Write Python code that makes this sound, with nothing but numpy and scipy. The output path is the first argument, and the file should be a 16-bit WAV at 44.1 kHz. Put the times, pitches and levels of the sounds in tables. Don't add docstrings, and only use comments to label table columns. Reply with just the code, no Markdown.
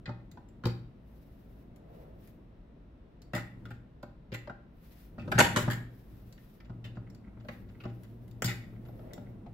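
import sys
import numpy as np
from scipy import signal
from scipy.io import wavfile

SR = 44100
rng = np.random.default_rng(int(sys.argv[2]) if len(sys.argv) > 2 else 0)


def int16_out(signal):
    q = np.round(np.clip(np.atleast_2d(signal).T, -1, 1) * 32767)
    wavfile.write(sys.argv[1], SR, q.astype(np.int16))


N = 420273
TIME = np.arange(N) / SR

# frequency in Hz, relative level in dB.
ROOM_TONE = [(25, -2.5), (55, 6), (85, -19), (135, -9), (250, -5.5), (400, -26.5), (1200, -28.5),
             (4000, -42), (9000, -76), (16000, -56.5)]
TRAFFIC_TONE = [(150, -17), (350, 6), (600, 4.5), (900, -9), (1500, -17.5), (3000, -25), (6000, -47.5)]
GRIP_TONE = [(60, -9), (95, 0.5), (120, 4.5), (170, 1), (260, -3), (400, -15), (800, -26.5), (2000, -43.5),
             (5000, -53.5)]
# frequency in Hz, relative level in dB.
SLIDE_HISS = [(300, -21.5), (1500, 4), (4000, 0), (7000, -6), (10000, -12.5), (12000, 7), (16000, -7)]
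# frequency in Hz, seconds to fade by 60 dB.
ECHO_FADE = [(120, 0.45), (500, 0.36), (2000, 0.47), (7000, 0.35), (14000, 0.38)]
# frequency in Hz, likeness (1 means the same).
STEREO_LIKENESS = [(100, 0.98), (250, 0.88), (600, 0.77), (1200, 0.16), (2500, 0.11), (12000, 0.072)]
# loudest moment in seconds, level in dB.
TRAFFIC_SWELLS = [(2.0, -57.5), (9.1, -54)]
# start and end in seconds, rumble in dB, desk ring in dB.
HAND_GRIPS = [(0, 2.4, -63, -88.5), (3.6, 3.64, -51, -68), (5.3, 5.696, -38.5, -68), (6.1, 6.235, -58, -72),
              (6.75, 8.7, -55.5, -72.5), (8.8, 9.9, -52.5, -74)]
# start and end in seconds, hiss in dB.
SKIN_SLIDES = [(1.1, 1.6, -76.5), (1.95, 2.03, -74.5), (2.24, 2.29, -71), (4.84, 5.06, -67.5),
               (5.95, 6.58, -72), (7.5, 7.58, -71), (7.7, 9.3, -79), (8.035, 8.04, -81)]
# time in seconds, pitch in Hz, level in dB.
SQUEAK_PATH = [(8.82, 10300, -100), (8.881, 11950, -67.5), (8.941, 12860, -82), (9.0, 11900, -75),
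               (9.059, 11400, -84), (9.12, 10830, -99)]

# pitch in Hz, relative level in dB, seconds to fade by 60 dB.
DESK_NOTES = [(72, -10, .3), (99, -12, .15), (119, 0, .46), (184, -6, .25)]
BASE_NOTES = [(149.6, -1, .12), (181, -1, .15), (237.2, 6, 0.11), (301, -5, 0.52), (342.5, 1, 0.14)]
PRESS_NOTES = [(341.2, -4.5, 0.067), (593, -2, 0.06), (794, -8, 0.15), (916, -12, 0.045),
               (1256, -9.5, 0.096), (1410, -0.5, 0.03), (1671, -9.5, 0.043), (1825, -7, 0.17),
               (2023, -3, 0.07), (4620, -11, 0.24), (7250, -2.5, 0.12), (11880, -13.5, 0.13)]
# frequency in Hz, relative level in dB.
PLASTIC_TONE = [(150, -6), (450, 2), (750, 1), (1100, -1), (1700, 6), (2800, 5), (4500, -1), (7300, -3.5),
                (9800, -13.5), (12000, 0.5), (16000, -15)]
PART_BORDERS = [70, 320, 1200, 5000, 16500]
# housing level in dB, treble limit in Hz.
TREBLE_LIMITS = [(-32.5, 22000), (-26, 10500), (-15, 11500)]

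# start in seconds, strength in dB, pitch in Hz.
STEEL_TICKS = [(0.3141, -50, 3900), (0.486, -60.5, 7300), (0.6679, -39, 4250), (1.76, -57.5, 11300),
               (2.2737, -54.5, 12100), (3.2185, -51, 4540), (4.0278, -52.5, 4440), (6.325, -50, 4240),
               (7.0998, -55, 5340), (7.1477, -54.5, 4450), (8.0334, -53.5, 11560), (8.2783, -57.5, 11200),
               (8.311, -56, 3750), (9.1336, -40, 3400)]
# start in seconds, strength in dB, desk thump in dB, pitch in Hz.
FRAME_KNOCKS = [(0.076, -45.5, -34, 2070), (0.091, -37.5, -36, 880), (0.372, -47, -55, 980),
                (0.666, -32, -35, 495), (4.03, -39, -41.5, 844), (4.473, -38.5, -52, 560),
                (4.496, -37, -41.5, 1580), (5.181, -41.5, -36.5, 600), (5.277, -37.5, -45.5, 527),
                (5.353, -45, -22.5, 1533), (5.678, -29, -22, 687), (6.696, -48.5, -36, 670),
                (6.969, -46.5, -36.5, 570), (7.447, -48.5, -62, 623), (7.852, -38, -33, 634),
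                (8.884, -48, -44.5, 696), (8.992, -48.5, -46, 654), (9.178, -45, -40.5, 560),
                (9.462, -48, -63.5, 693)]
# start in seconds, strength in dB,
# hardness (steel level minus housing level) in dB, chatter time in seconds, pitch in Hz.
LOOSE_RATTLES = [(0.057, -41, -34, 0.0042, 1990), (4.338, -37, -12.5, 0.0073, 2030),
                 (5.189, -46.5, -21.5, .022, 2593), (5.701, -29, -9.5, 0.014, 1564),
                 (6.378, -58.5, -26, 0.00095, 1310), (6.602, -55.5, -32.5, .005, 1440),
                 (6.842, -45, -15, 0.012, 2740), (7.802, -50, -30, 0.0086, 2580),
                 (8.476, -31, -28, 0.013, 2130), (8.509, -39, -18, 0.0072, 1810)]
# start in seconds, strength in dB,
# desk thump in dB, hardness in dB, chatter time in seconds, pitch of the struck part in Hz.
STOP_CLACKS = [(0.637, -45, -34.5, -23, 0.0066, 1140), (0.654, -35, -22.5, -11.5, 0.0014, 4400),
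               (3.334, -36, -30.5, -18, 0.005, 1960), (3.349, -31, -29.5, -11, 0.011, 1990),
               (3.377, -40.5, -37.5, -16, .004, 1960), (3.654, -49.5, -49, -15, 0.0035, 1400),
               (3.705, -48, -41, -15, 0.0064, 1510), (4.319, -43.5, -34, -20.5, 0.01, 518),
               (5.317, -27.5, -46.5, -14.5, .003, 1560), (5.38, -23, -24, -16.5, .007, 1820),
               (5.387, -14.5, -26.5, -3.5, 0.0083, 1800), (5.402, -13.5, -20, -11, .003, 931),
               (5.561, -21.5, -22.5, -5.5, 0.0099, 1040), (7.485, -41.5, -38.5, -20.5, 0.0031, 2050),
               (7.837, -49.5, -54, -18, 0.0024, 2890), (8.421, -30, -35, -3.5, 0.00068, 3140),
               (8.444, -35, -26.5, 3, 0.0016, 3400), (8.454, -42, -36, 9.5, 0.0044, 4500)]


def from_db(db):
    return 10 ** (np.asarray(db) / 20)


def unit_energy(x):
    return x / np.sqrt(np.mean(np.sum(x ** 2, axis=-1)) + 1e-20)


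def at_hz(table, hz):
    frequencies, values = np.transpose(table)
    return np.interp(np.log(hz), np.log(frequencies), values)


def band(x, low, high, order=2):
    return signal.sosfilt(signal.butter(order, [low, high], "band", fs=SR, output="sos"), x + 1e-18)


def convolve(x, response):
    return signal.fftconvolve(np.atleast_2d(x), np.atleast_2d(response), axes=-1)[:, :N]


def stereo_bands(size):
    edges = 22 * 2 ** np.arange(0, 9.6, .5)
    white = rng.standard_normal((2, 2, size + 4000))
    for k, (low, high) in enumerate(zip(edges, edges[1:])):
        mid, side = band(white[k % 2], low, high)[:, -size:]
        hz = np.sqrt(low * high)
        alike = np.clip(at_hz(STEREO_LIKENESS, hz), -.99, .99)
        yield hz, np.sqrt(1 + alike) * mid + np.sqrt(1 - alike) * side * [[1], [-1]]


def noise(tone):
    return np.sqrt(N) * unit_energy(sum(from_db(at_hz(tone, hz)) * x for hz, x in stereo_bands(N)))


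def ringing(notes, scatter_db=0, blur=0):
    t, out = TIME[:SR // 2], 0
    for k, (hz, db, fade_s) in enumerate(notes):
        steps = np.arange(0, .5, 4 / hz)
        wander = np.interp(t, steps, np.cumsum(rng.normal(0, blur, len(steps))))
        lag = rng.normal(0, 3e-5, (2, 1))
        wave = np.sin(2 * np.pi * hz * (t + lag) + wander - wander[0]) * from_db(-60 * t / fade_s)
        out = out + (-1) ** k * from_db(db + scatter_db * rng.normal()) * unit_energy(wave)
    return out


def rumble_and_traffic(rumble_db=-55, traffic_db=-67.5, swell_s=.12, lag_s=.0004):
    traffic = noise(TRAFFIC_TONE)
    traffic[0] = np.interp(TIME - lag_s, TIME, traffic[0])
    swells = sum(from_db(db) / (1 + ((TIME - s) / swell_s) ** 2) for s, db in TRAFFIC_SWELLS)
    return from_db(rumble_db) * noise(ROOM_TONE) + (from_db(traffic_db) + swells) * traffic


def room(x, echo_db, build_s, treble_db):
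    t = TIME[:SR]
    tone = [(200, 0.0035), (2000, 0.0012), (14000, treble_db)]   # Hz, dB
    tail = sum(from_db(at_hz(tone, hz) - 60 * t / at_hz(ECHO_FADE, hz)) * hiss
               for hz, hiss in stereo_bands(SR))
    build_up = 1 - np.exp(-(t / build_s) ** 2)
    return x + from_db(echo_db) * convolve(x, unit_energy(tail * build_up))


def strokes(rows, rise_s, fall_s):
    return sum(from_db(db) * np.exp(np.minimum(TIME - start, 0) / rise_s
                                    - np.maximum(TIME - end, 0) / fall_s) for start, end, db in rows)


def gripping_hands(resting_db=-59.5, rise_s=.077, fall_s=.091):
    grips, tremor = np.array(HAND_GRIPS), noise(GRIP_TONE)
    rumble = (from_db(resting_db) + strokes(grips[:, :3], rise_s, fall_s)) * tremor
    push = strokes(grips[:, [0, 1, 3]], rise_s, fall_s) * tremor
    return rumble + convolve(push, unit_energy(ringing(DESK_NOTES)))


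def sliding_skin(uneven_db=2.5):
    steps = np.arange(0, 10, .025)
    flicker_db = np.interp(TIME, steps, rng.normal(0, uneven_db, len(steps)))
    return strokes(SKIN_SLIDES, rise_s=.042, fall_s=.055) * from_db(flicker_db) * noise(SLIDE_HISS)


def squeak(jitter_hz=1007):
    s, hz, db = np.transpose(SQUEAK_PATH)
    pitch = np.interp(TIME, s, hz) + jitter_hz * rng.standard_normal(N)
    level = from_db(np.interp(TIME, s, db, left=-200, right=-200))
    return level * np.sin(2 * np.pi * np.cumsum(pitch) / SR)


def chatter(chatter_s, slips_per_s, slip_db):
    age = TIME[:SR // 12] / chatter_s
    slips = rng.random(len(age)) < slips_per_s / SR
    force = slips * rng.normal(0, from_db(slip_db), len(age)) * 2 * np.sqrt(age) * np.exp(-age)
    force[0] = 1
    return force


def plastic(count, fade_s, slope):
    size, out = SR // 10, 0
    for hz, hiss in stereo_bands(count * size):
        band_fade_s = fade_s * (1000 / hz) ** slope
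        level = from_db(at_hz(PLASTIC_TONE, hz) - 60 * TIME[:size] / band_fade_s)
        out = out + level * hiss.reshape(2, count, size)
    return np.pad(out.swapaxes(0, 1), [(0, 0), (0, 0), (0, SR // 2 - size)])


def creaks(from_s, per_s, level_db, spread_db):
    out = 0
    for body, top_hz in zip(plastic(count=4, fade_s=.06, slope=.5), np.geomspace(700, 5000, 4)):
        starts = (rng.random(N) < per_s / 4 / SR) & (TIME > from_s)
        sizes = from_db(level_db + spread_db * rng.uniform(-1, 1, N))
        response = unit_energy(body) + ringing(PRESS_NOTES, scatter_db=2, blur=.5) / 2
        creak = convolve(chatter(.004, slips_per_s=1500, slip_db=0), response)
        out = out + convolve(starts * sizes, unit_energy(band(creak, 350, top_hz)))
    return out


def rattle(s, db, hardness_db, chatter_s, hz):
    return s, db - 4, db - 9.5, db, db + hardness_db, chatter_s, hz


def contacts(bounce_s=.03, bounce_loss_db=13, bounce_chatter_s=.014):
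    rows = [rattle(*row) for row in LOOSE_RATTLES]
    for s, db, desk_db, hardness_db, chatter_s, hz in STOP_CLACKS:
        frame_db = db - 3 - .33 * hardness_db
        rows.append((s, desk_db, frame_db, db, db + hardness_db, chatter_s, hz))
        rows.append(rattle(s + bounce_s, db - bounce_loss_db, hardness_db, bounce_chatter_s, hz))
    rows += [(s, desk_db, db, db - 16, db - 38, .0028, hz) for s, db, desk_db, hz in FRAME_KNOCKS]
    return rows + [(s, db - 6, db - 20, db - 10, db - 9, .0017, hz) for s, db, hz in STEEL_TICKS]


def struck_part(x, hz, boost_db=10, sharpness=8.3):
    b, a = signal.iirpeak(hz, sharpness, fs=SR)
    return x + from_db(boost_db) * signal.lfilter(b, a, x + 1e-18)


def cushioned(x, housing_db):
    limit_hz = min(np.interp(housing_db, *np.transpose(TREBLE_LIMITS)), .45 * SR)
    return signal.sosfilt(signal.butter(4, limit_hz, fs=SR, output="sos"), x)


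def press(rows, ring_db, desk_ring_db, base_ring_db, base_share_db, level_span_s):
    out, size = np.zeros((2, N + SR)), SR // 2
    bodies = plastic(count=len(rows), fade_s=.048, slope=.16)
    desk = from_db(desk_ring_db) * unit_energy(ringing(DESK_NOTES))
    for (s, *levels, chatter_s, hz), body in zip(rows, bodies):
        desk_db, frame_db, housing_db, _ = levels
        notes = from_db(ring_db) * ringing(PRESS_NOTES, scatter_db=1.5, blur=.45)
        response = struck_part(unit_energy(body) + notes, hz)
        shaken = convolve(chatter(chatter_s, slips_per_s=1300, slip_db=-2.5), response)[:, :size]
        bass, frame, housing, steel = (band(shaken, low, high, order=3)
                                       for low, high in zip(PART_BORDERS, PART_BORDERS[1:]))
        base_ring = from_db(base_ring_db) * unit_energy(ringing(BASE_NOTES, scatter_db=2, blur=1))
        base_share = from_db(base_share_db + .94 * (frame_db - desk_db))
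        build_up = 1 - np.exp(-2 * TIME[:size] / chatter_s)
        thump = (desk + base_share * (unit_energy(bass) + base_ring)) * build_up
        start, onset = round(s * SR), round(max(.014, 2 * chatter_s) * SR)
        for db, part in zip(levels, (thump, frame, housing, cushioned(steel, housing_db))):
            early = np.sqrt(np.sum(part[:, :onset] ** 2, axis=1, keepdims=True) / (level_span_s * SR))
            out[:, start:start + size] += from_db(db) * part / early
    return out[:, :N]


def scene():
    blows = press(contacts(), ring_db=-11.5, desk_ring_db=3, base_ring_db=9.5,
                  base_share_db=-5, level_span_s=.0054)
    creaking = creaks(from_s=6.6, per_s=10, level_db=-36.5, spread_db=2)
    machine = room(blows + creaking, echo_db=-9, build_s=.0037, treble_db=-2)
    return machine + gripping_hands() + sliding_skin() + squeak() + rumble_and_traffic()


def record(dry, tilt_db=.43, treble_tilt_db=-6, ceiling=.9, cutoff_hz=15750):
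    treble = signal.sosfiltfilt(signal.butter(2, 11000, "high", fs=SR, output="sos"), dry)
    heard = (dry + from_db(treble_tilt_db) * treble * [[1], [-1]]) * from_db([[tilt_db], [-tilt_db]])
    rounded = ceiling * np.tanh(heard / ceiling)
    return signal.sosfilt(signal.ellip(10, .3, 70, cutoff_hz, fs=SR, output="sos"), rounded)


dry = scene()
out = record(dry)
int16_out(out)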